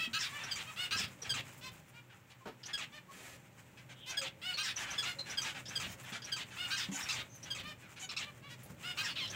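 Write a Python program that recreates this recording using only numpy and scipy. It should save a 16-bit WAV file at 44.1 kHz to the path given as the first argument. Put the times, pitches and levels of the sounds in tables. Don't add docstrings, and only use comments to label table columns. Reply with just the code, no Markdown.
import sys
import numpy as np
from scipy import signal
from scipy.fft import rfft, irfft, next_fast_len
from scipy.io import wavfile
from scipy.ndimage import map_coordinates

SR = 44100
rng = np.random.default_rng(int(sys.argv[2]) if len(sys.argv) > 2 else 0)


def put_to_file(sound):
    columns = np.atleast_2d(sound).T
    safe = np.clip(columns, -1, 1)
    whole_steps = np.round(safe * 32767)
    wavfile.write(sys.argv[1], SR, whole_steps.astype(np.int16))


N = 412335

# (frequency [Hz], level [dB])
HUM = [(124, -67), (183, -77.5), (538, -80)]
# (time [s], level [dB])
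RUMBLE_LEVEL = [(0.0, -56.5), (0.13, -60), (1.59, -59.5), (1.82, -64), (2.39, -67.5), (2.81, -62.5),
                (2.99, -63), (5.49, -58.5), (5.83, -55.5), (6.12, -59.5), (6.69, -59), (7.01, -60),
                (8.1, -60.5), (9.35, -55)]
HISS_LEVEL = [(0.0, -73), (0.39, -60.5), (1.28, -71), (1.51, -64.5), (2.08, -81.5), (3.46, -73.5),
              (3.93, -77.5), (4.48, -80.5), (4.61, -62.5), (5.86, -64.5), (6.41, -72), (6.87, -60.5),
              (7.06, -56), (7.24, -71), (8.52, -73), (8.67, -68), (9.06, -63), (9.35, -65)]
RUMBLE_DB, HISS_DB, AIR_DB = 0.5, 9, -66.5
# (frequency [Hz], level [dB])
RUMBLE_COLOUR = [(18, -50), (30, -18), (50, -16), (97, -1), (125, 2.5), (180, -3), (270, -8), (450, -14),
                 (600, -10.5), (900, -31.5), (1500, -42)]
AIR_COLOUR = [(150, -28), (250, -3), (347, -1), (681, -27), (781, 3), (1070, -4), (2360, -3), (4960, -18),
              (7640, -15), (9890, -25), (15500, -16)]
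HISS_COLOUR = [(300, -46), (800, 9), (2500, 11.5), (4500, -3.5), (7500, 6), (10000, -6), (12000, -9),
               (14500, -5)]
WING_COLOUR = [(30, -30), (50, -20), (120, 6), (250, -10), (700, -15.5), (2500, -26), (7500, -30),
               (11500, -35), (14500, -28)]
FOOT_COLOUR = [(120, -13), (250, 0.5), (450, -7.5), (950, -9), (1400, -11), (4000, -21), (10000, -37)]
# (frequency [Hz], time to fade by 60 dB [s])
WALL_ECHO = [(150, 0.31), (2500, 0.18), (6000, 0.11), (15000, 0.099)]
LOW_CUT_HZ, TOP_HZ = 31, 15780

# (time [s], length [s], level [dB], wingbeats [per s])
FLIGHTS = [(0.88, 0.24, -51, 24.5), (1.24, 0.22, -54.5, 24.7), (1.52, 0.35, -61.5, 25),
           (5.76, 0.23, -55, 27.7), (7.11, 0.16, -57, 25), (7.48, 0.29, -59, 25),
           (8.619, 0.14, -56.5, 23.2), (9.24, 0.39, -55, 24)]
# (time [s], level [dB], lowest tone [Hz], drop per higher tone [dB])
LANDINGS = [(0.074, -43, 229, 19), (2.456, -45.5, 228, 0), (2.471, -41, 227, 3), (6.122, -43, 217, 18),
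            (6.888, -32.5, 192.5, 23), (6.917, -41.5, 273, 20)]
# (multiple of the lowest tone [ratio], time to fade by 60 dB [s])
BOARD_TONES = [(1, 0.16), (1.95, 0.12), (2.9, 0.067), (4.1, 0.077), (6, 0.023)]
# (time [s], level [dB])
PECKS = [(1.5285, -43), (1.5778, -39), (1.732, -42), (1.8851, -48), (5.8112, -37), (5.9174, -36),
         (6.0322, -41), (6.0931, -40), (7.352, -43), (8.634, -36.5), (8.6527, -51)]

# (multiple of the base pitch [ratio], level [dB], roughness [0-1])
ARCH_SHAPE = [(.86, -11, .08), (.935, -3, .02), (.985, 0, .01), (1.005, 0, .01), (1.005, .5, .01),
              (.985, 0, .03), (.96, -7, .1)]
TWIN_SHAPE = [(0.89, -3.5, 0.2), (.985, 1, 0.2), (1.005, -0.5, 0.068), (.995, 0, 0.15)]
SLIDE_SHAPE = [(1.12, -4, .25), (.93, 2, .12), (.74, 1, .18), (.62, -1, .33), (.55, -5, .55)]
TICK_SHAPE = [(.95, -3, 0.33), (1.03, -3, 0.53), (0.79, -10.5, 0.4)]
SQUEAK_SHAPE = [(.94, 0, 0.11), (1.001, 0.5, 0.24), (1.05, -5.5, 1)]
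CHIP_SHAPE = [(1.12, 1, 0.35), (1.02, 4, 0.18), (.94, 2, 0.2), (.8, 2.5, 0.25)]
PEAL_SHAPE = [(1.035, -4.5, 0.04), (1.0, 5.5, 0.02), (.975, 0.5, 0.028), (.965, -9.5, 0.082)]
RASP_SHAPE = [(1.02, 3, 0.15), (.94, 1, .3), (.72, 2, 0.45), (.55, 1, 0.7), (.48, -3, 0.85)]
TET_SHAPE = [(.93, -9, .2), (1, 0, .08), (1.015, 1, .08), (.97, -5, .2)]
CRY_SHAPE = [(1.16, -11.5, 0.91), (1.2, 0.5, 0.21), (.97, -0.5, 0.041), (.93, -0.5, 0.073), (.91, -5.5, .3)]
MEW_SHAPE = [(1.5, -0.5, .15), (1.01, 2, .04), (.995, 2.5, .04)]
WHISTLE_SHAPE = [(1.035, 3.5, 0.034), (1, 13, 0.018), (.97, -10, .04)]
WHEEZE_SHAPE = [(.99, -6, .4), (1, 0, .25), (1, 1, .25), (.99, -6, .5)]
# (frequency [Hz], level [dB])
ARCH_THROAT = [(700, -21.5), (1450, -5.5), (2150, -7.5), (2900, 2), (3650, -5.5), (4350, -12), (5050, -10),
               (6000, -22.5), (8200, -18), (11500, -34.5), (14500, -25)]
TWIN_THROAT = [(700, -23), (1280, -7.5), (1600, -2.5), (2800, -2), (3700, -4), (4150, 0.5), (4900, -6),
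               (6000, -13), (8200, -13), (10000, -22.5), (12500, -31), (14500, -8)]
SLIDE_THROAT = [(800, -34), (1300, 7.5), (1800, -1), (2400, -4), (3300, -3.5), (4400, -8), (5500, 6.5),
                (6200, -7.5), (7300, -3), (9000, -19), (11700, -27), (14500, -24)]
TICK_THROAT = [(1500, -5), (3000, 7), (5200, 4.5), (7500, -9), (10000, -22), (15000, -31)]
CHIP_THROAT = [(600, -10), (1500, 3), (3000, 2), (4500, -10), (6500, -12), (10000, -24.5), (15000, -39)]
PEAL_THROAT = [(700, -2.5), (1600, -10), (3300, 2.5), (4900, 0.5), (6600, -15), (8200, -12.5), (9900, -26),
               (12000, -39), (14600, -24)]
RASP_THROAT = [(700, -5.5), (1300, 1), (2550, 5.5), (3700, -3.5), (5200, -6), (6500, 1.5), (7800, -3),
               (10000, -21.5), (12000, -28), (14500, -22)]
TET_THROAT = [(500, -13), (1100, 1), (1700, -0.5), (2500, 4.5), (3600, -0.5), (5000, -10.5), (7500, -17.5),
              (11000, -28.5), (15000, -28)]
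CRY_THROAT = [(1000, -19), (2100, -9), (3150, 3), (4300, -8), (6000, -19.5), (10000, -36)]
MEW_THROAT = [(750, -5.5), (1500, -5), (3000, 2), (5000, -12), (6900, 6), (8300, -10), (10000, -13.5),
              (15000, -27)]
WHEEZE_THROAT = [(630, -1), (1100, -3), (2500, 2), (3700, -5.5), (4500, -7), (5200, -9.5), (7400, -4),
                 (9500, -12), (15000, -16)]
PLAIN_THROAT = [(1000, 8), (6500, 5), (8500, -2), (15000, -48)]
# (frequency [Hz], level [dB])
SLIDE_CLOSED = [(470, -51), (800, -14.5), (3630, 1), (4160, -8), (5010, -3.5), (6110, -15), (9560, -20),
                (11100, -36), (15500, -23)]
RASP_CLOSED = [(700, -10.5), (1300, -8.5), (2700, 2.5), (3600, 0.5), (5000, -12.5), (7500, -16.5),
               (11000, -33), (14500, -29)]

# (time [s], length [s], base pitch [Hz], level [dB])
CRIES = [(9.155, .115, 1099, -39.5)]
SCRAPES = [(3.96, 0.11, 3346, -57.5)]
MEWS = [(6.915, 0.058, 756, -43), (7.995, 0.055, 753.5, -45)]
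WHISTLES = [(2.408, 0.029, 1044, -60), (3.08, 0.046, 1095, -60), (4.535, 0.024, 4280, -39),
            (4.76, 0.017, 5950, -38), (5.186, 0.0253, 4100, -36), (5.414, 0.023, 5960, -42.5),
            (7.29, 0.12, 6190, -58.5)]
COOS = [(4.185, 0.1, 537, -56), (5.155, 0.085, 547, -62.5)]
WHEEZES = [(3.11, 0.26, 634.4, -55.5)]
# (time [s], length [s], base pitch [Hz], level [dB], brightness [dB per octave])
CHIPS = [(0.385, 0.07, 884, -50, -1), (0.465, 0.05, 880, -52.5, 2), (1.475, 0.027, 800, -66, -3),
         (2.095, 0.04, 760, -62.5, -6), (2.3, 0.025, 792, -61, 6.5), (3.77, 0.03, 790, -59.5, 3.5),
         (3.89, 0.038, 825, -57, 4), (4.77, 0.072, 913, -45.5, 5.5), (4.86, 0.085, 801, -48.5, 0),
         (5.258, 0.071, 807, -51, 3), (5.445, 0.066, 844, -46, 6.5), (5.545, 0.04, 807, -50, 1.5),
         (5.87, 0.068, 752, -57, 13), (6.035, 0.06, 796, -54.5, 0), (6.12, 0.05, 780, -47, 5),
         (6.505, 0.051, 796, -55.5, 5), (7.82, 0.047, 800, -61.5, -10), (7.96, 0.028, 808, -55.5, 5)]
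TETS = [(0.31, 0.09, 580, -48.5, -4), (0.655, 0.061, 632, -50, -1), (1.61, 0.087, 514, -50, 5),
        (1.93, 0.075, 473, -59.5, -2.5), (2.92, 0.071, 601, -53, 0), (4.06, 0.067, 515.5, -46, 6.5),
        (5.04, 0.083, 710, -43, 4), (7.63, 0.099, 606, -49, 0.5), (8.24, 0.071, 585, -55.5, -8),
        (8.42, 0.077, 563, -56, -1), (8.49, 0.058, 480, -53, 4.5)]

# (time [s], arch length [s], pause [s], arch base pitch [Hz],
# twin base pitch [Hz], level [dB], brightness [dB per octave])
FAR_SONGS = [(-.045, .11, .066, 653, 1639, -40, -0.4), (.76, .11, 0.038, 730, 1622, -39.5, .3),
             (4.415, .12, 0.036, 735, 1588, -41, -0.4), (6.565, .1, .039, 727, 1586, -41, -0.5),
             (8.829, 0.1, 0.043, 726.6, 1586, -42, -1.6)]
TWIN_S, SLIDE_AFTER_S, SLIDE_S, SLIDE_HZ = 0.0504, .058, .088, 994
TWO_VOICES = [(0, 1), (1, 0), (0, 2), (1, 1), (2, 0), (0, 3), (1, 2), (3, 0), (2, 2), (3, 1), (4, 0),
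              (2, 3), (3, 3), (4, 3), (5, 3)]

NEAR_NOTES = {"tick": (-.024, 0.0153, 1.085), "squeak": (0, 0.0215, 3.65), "chip": (.024, .036, .495),
              "peal": (.075, .03, 1), "rasp": (.12, .074, .8)}
FULL = ["tick", "squeak", "chip", "peal", "rasp"]
SHORT = ["squeak", "chip", "peal", "rasp"]
OPENING = ["tick", "squeak", "chip"]
# (time [s], peal base pitch [Hz], level [dB], brightness [dB per octave], notes [names])
NEAR_SONGS = [(.436, 1570, -36.5, 1.5, SHORT), (1.218, 1622, -33.5, 0.8, SHORT),
              (2.656, 1668, -36, -.4, FULL), (4.094, 1660, -34.5, 1, SHORT),
              (4.904, 1696, -33.5, -.3, SHORT), (5.297, 1608, -36, 2, SHORT), (5.679, 1610, -35.5, 1, FULL),
              (6.243, 1592, -36, 0.5, FULL), (7.026, 1582, -32.5, -1, OPENING),
              (7.428, 1614, -38.5, 1, SHORT), (9.298, 1635, -34, -1, OPENING)]
# (time [s], length [s], rasp length [s], level [dB])
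BARKS = [(7.087, .034, .1, -39.5), (8.09, 0.018, 0.031, -45.5), (8.164, .021, .061, -41)]
BARK_HZ, BARK_GAP_S, BARK_TAIL_HZ, BARK_TAIL_DB = 1330, 0.0037, 1263, 5


def amp(db):
    return 10 ** (np.asarray(db) / 20)


def unit(x):
    return x / np.sqrt(np.mean(np.abs(x) ** 2) + 1e-20)


def along(points, hz):
    freqs, values = np.transpose(points)
    return np.interp(np.log(hz + 1), np.log(freqs + 1), values)


def wobble(rate, size):
    points = rng.standard_normal(int(size * rate / SR) + 4)
    steps = np.arange(0, len(points) - 1, 1 / 4)
    return np.interp(np.arange(size) * rate / SR, steps, map_coordinates(points, [steps]))


def noise(colour, size=N):
    padded = next_fast_len(size)
    gains = amp(along(colour, np.fft.rfftfreq(padded, 1 / SR)))
    return unit(irfft(rfft(rng.standard_normal(padded)) * gains, padded)[:size])


def aviary(sound, echo_db):
    hz, t, spectrum = signal.stft(rng.standard_normal(SR // 3), SR, nperseg=256)
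    fade = amp(-60 * t / along(WALL_ECHO, hz)[:, None])
    tail = signal.istft(spectrum * fade, SR, nperseg=256)[1]
    response = np.concatenate([[1], np.zeros(SR // 250), amp(echo_db) * tail / np.linalg.norm(tail)])
    bounce_s = rng.uniform(.001, .018, size=4)
    response[(bounce_s * SR).astype(int)] += amp(echo_db - 8)
    return signal.fftconvolve(sound, response / np.linalg.norm(response))


def background():
    t = np.arange(N) / SR
    hum = np.zeros(N)
    for hz, db in HUM:
        strength = amp(db + 4.0 * wobble(7, N)) * np.sqrt(2)
        hum += strength * np.sin(2 * np.pi * hz * t + 0.67 * wobble(8.9, N))
    rumble_db = np.interp(t, *np.transpose(RUMBLE_LEVEL)) + RUMBLE_DB
    rumble = amp(rumble_db) * noise(RUMBLE_COLOUR)
    hiss_db = np.interp(t, *np.transpose(HISS_LEVEL)) + HISS_DB
    grains = unit(amp(4.6 * wobble(30, N) + 1.8 * wobble(700, N)))
    hiss = amp(hiss_db) * grains * noise(HISS_COLOUR)
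    return hum + rumble + hiss + amp(AIR_DB) * noise(AIR_COLOUR)


def seed_cracking():
    track, t = np.zeros(N), np.arange(SR // 100) / SR
    for when, force in rng.uniform(size=(70, 2)):
        click = noise(HISS_COLOUR, len(t)) * amp(-60 * t / 0.0038)
        add(track, when * N / SR, amp(-64 + 14 * force ** 2) * click)
    return aviary(track, echo_db=-4)[:N]


def add(track, s, sound):
    start = round(s * SR)
    sound, start = sound[max(0, -start):], max(0, start)
    track[start:start + len(sound)] += sound[:max(0, N - start)]


def wings():
    track = np.zeros(N)
    for s, length, db, rate in FLIGHTS:
        t = np.arange(int(length * SR)) / SR
        strokes = np.exp(2.0 * np.cos(2 * np.pi * rate * t)) * np.sqrt(np.hanning(len(t)))
        add(track, s, amp(db) * aviary(unit(strokes * noise(WING_COLOUR, len(t))), echo_db=-6.5))
    return track


def landings():
    track, t = np.zeros(N), np.arange(SR // 4) / SR
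    fade_in = 1 - np.exp(-t / 0.0014)
    for s, db, hz, dull_db in LANDINGS:
        ring = sum(amp(-dull_db * k - 60 * t / fade_s) * np.sin(2 * np.pi * hz * ratio * t)
                   for k, (ratio, fade_s) in enumerate(BOARD_TONES))
        scuff = amp(0.3 - 0.79 * dull_db - 60 * t / 0.17) * noise(FOOT_COLOUR, len(t))
        add(track, s, amp(db) * aviary((ring + scuff) * fade_in, echo_db=-10))
    return track


def pecks():
    track, t = np.zeros(N), np.arange(SR // 4) / SR
    for s, db in PECKS:
        click = np.diff(rng.standard_normal(len(t) + 1)) * amp(-60 * t / 0.012)
        add(track, s, amp(db - 6.5) * aviary(click, echo_db=4))
    return track


def syrinx(length, pitch, brightness, shape, throat, closed, multiples, jitter, hiss_db):
    size = int(length * SR)
    progress = np.linspace(0, 1, size)
    steps = np.linspace(0, 1, len(shape))
    glide, level_db, rough = [np.interp(progress, steps, column) for column in np.transpose(shape)]
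    rough = np.clip(rough, 0, 1)
    pitch_hz = pitch * glide * (1 + jitter * (wobble(708, size) + 0.708 * wobble(89.9, size)))
    phase = 2 * np.pi * np.cumsum(pitch_hz) / SR
    closing = np.clip((progress - .25) / 0.29, 0, 1)
    voice = np.zeros(size)
    for k in multiples[multiples * pitch_hz.min() < TOP_HZ]:
        hz = k * pitch_hz
        colour_db = (1 - closing) * along(throat, hz) + closing * along(closed, hz)
        colour_db += brightness * np.clip(np.log2(hz / 3300), -1, 1)
        turning_db = 2 * wobble(40.0, size)
        smear = np.sqrt(1 - rough) + np.sqrt(rough / 2) * (wobble(804.4, size) + 1j * wobble(801.4, size))
        tone = np.real(smear * np.exp(1j * (k * phase + 2 * np.pi * rng.random())))
        voice += amp(colour_db + turning_db) * (hz < TOP_HZ) * tone
    air = np.sqrt(1 - closing) * noise(throat, size) + np.sqrt(closing) * noise(closed, size)
    air *= 1 + .5 * np.cos(phase)
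    fades = np.clip(np.minimum(progress, 1 - progress) * length / 0.0017, 0, 1)
    return unit((unit(voice) + amp(hiss_db) * np.sqrt(rough) * air) * amp(level_db) * fades)


def calls(rows, shape, throat, gain_db, echo_db, jitter, hiss_db, closed=None,
          multiples=np.arange(1, 36)):
    track = np.zeros(N)
    closed = throat if closed is None else closed
    for s, length, pitch, db, *bright in rows:
        voice = syrinx(length, pitch, sum(bright), shape, throat, closed, multiples, jitter, hiss_db)
        add(track, s, amp(db + gain_db) * aviary(voice, echo_db))
    return track


def flock():
    one_tone = np.ones(1)
    return (calls(CHIPS, CHIP_SHAPE, CHIP_THROAT, gain_db=3.5, echo_db=-1, jitter=0.0214, hiss_db=5)
            + calls(CRIES, CRY_SHAPE, CRY_THROAT, gain_db=0, echo_db=-9, jitter=0.0129, hiss_db=3)
            + calls(SCRAPES, WHEEZE_SHAPE, PLAIN_THROAT,
                    gain_db=0.5, echo_db=0, jitter=0.082, hiss_db=-18, multiples=one_tone)
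            + calls(MEWS, MEW_SHAPE, MEW_THROAT, gain_db=-0.3, echo_db=-1.5, jitter=0.0037, hiss_db=-1)
            + calls(WHISTLES, WHISTLE_SHAPE, PLAIN_THROAT,
                    gain_db=-0.5, echo_db=-2.5, jitter=0.0183, hiss_db=3.5, multiples=one_tone)
            + calls(COOS, WHISTLE_SHAPE, PLAIN_THROAT,
                    gain_db=2, echo_db=-4.5, jitter=0.0089, hiss_db=-20, multiples=one_tone)
            + calls(WHEEZES, WHEEZE_SHAPE, WHEEZE_THROAT,
                    gain_db=0.5, echo_db=-8, jitter=0.011, hiss_db=9))


def contact_calls():
    return calls(TETS, TET_SHAPE, TET_THROAT, gain_db=.5, echo_db=-6, jitter=.005, hiss_db=-6)


def far_male():
    arches, twins, slides = [], [], []
    for s, arch_s, pause_s, arch_hz, twin_hz, db, bright in FAR_SONGS:
        twin_at = s + arch_s + pause_s
        arches.append((s, arch_s, arch_hz, db, bright))
        twins.append((twin_at, TWIN_S, twin_hz, db, bright))
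        slides.append((twin_at + SLIDE_AFTER_S, SLIDE_S, SLIDE_HZ, db, bright))
    two_voices = np.array(TWO_VOICES) @ [1, .797]
    return (calls(arches, ARCH_SHAPE, ARCH_THROAT, gain_db=-0.36, echo_db=-4, jitter=0.003, hiss_db=8.5)
            + calls(twins, TWIN_SHAPE, TWIN_THROAT,
                    gain_db=5, echo_db=-3.5, jitter=0.0029, hiss_db=-5.5, multiples=two_voices)
            + calls(slides, SLIDE_SHAPE, SLIDE_THROAT,
                    gain_db=2, echo_db=-2, jitter=0.0197, hiss_db=-6.5, closed=SLIDE_CLOSED))


def near_male():
    sung = {name: [] for name in NEAR_NOTES}
    for s, peal_hz, db, bright, names in NEAR_SONGS:
        for name in names:
            delay, length, ratio = NEAR_NOTES[name]
            sung[name].append((s + delay, length, ratio * peal_hz, db, bright))
    barks, tails = [], []
    for s, length, tail_s, db in BARKS:
        barks.append((s, length, BARK_HZ, db))
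        tails.append((s + length + BARK_GAP_S, tail_s, BARK_TAIL_HZ, db + BARK_TAIL_DB))
    return (calls(sung["tick"], TICK_SHAPE, TICK_THROAT,
                  gain_db=-12, echo_db=-3, jitter=0.038, hiss_db=-7.5)
            + calls(sung["squeak"], SQUEAK_SHAPE, PLAIN_THROAT,
                    gain_db=-10, echo_db=-6, jitter=0.0354, hiss_db=0)
            + calls(sung["chip"], CHIP_SHAPE, CHIP_THROAT,
                    gain_db=-12.5, echo_db=-1.5, jitter=0.021, hiss_db=6)
            + calls(sung["peal"], PEAL_SHAPE, PEAL_THROAT,
                    gain_db=0.5, echo_db=-5, jitter=0.0087, hiss_db=-0.5)
            + calls(sung["rasp"] + tails, RASP_SHAPE, RASP_THROAT,
                    gain_db=-7, echo_db=-9, jitter=0.0282, hiss_db=2, closed=RASP_CLOSED)
            + calls(barks, TICK_SHAPE, TICK_THROAT, gain_db=4, echo_db=-2.5, jitter=0.0298, hiss_db=-15))


def scene():
    voices = far_male() + near_male() + contact_calls() + flock()
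    movement = landings() + pecks() + wings() + seed_cracking()
    return (voices + movement + background())[None]


def record(dry):
    size = next_fast_len(N + SR // 4)
    hz = np.fft.rfftfreq(size, 1 / SR)
    low_cut = (hz / LOW_CUT_HZ) ** 4 / np.sqrt(1 + (hz / LOW_CUT_HZ) ** 8)
    return irfft(rfft(dry, size) * low_cut * (hz < TOP_HZ), size)[..., :N]


dry = scene()
out = record(dry)
put_to_file(out)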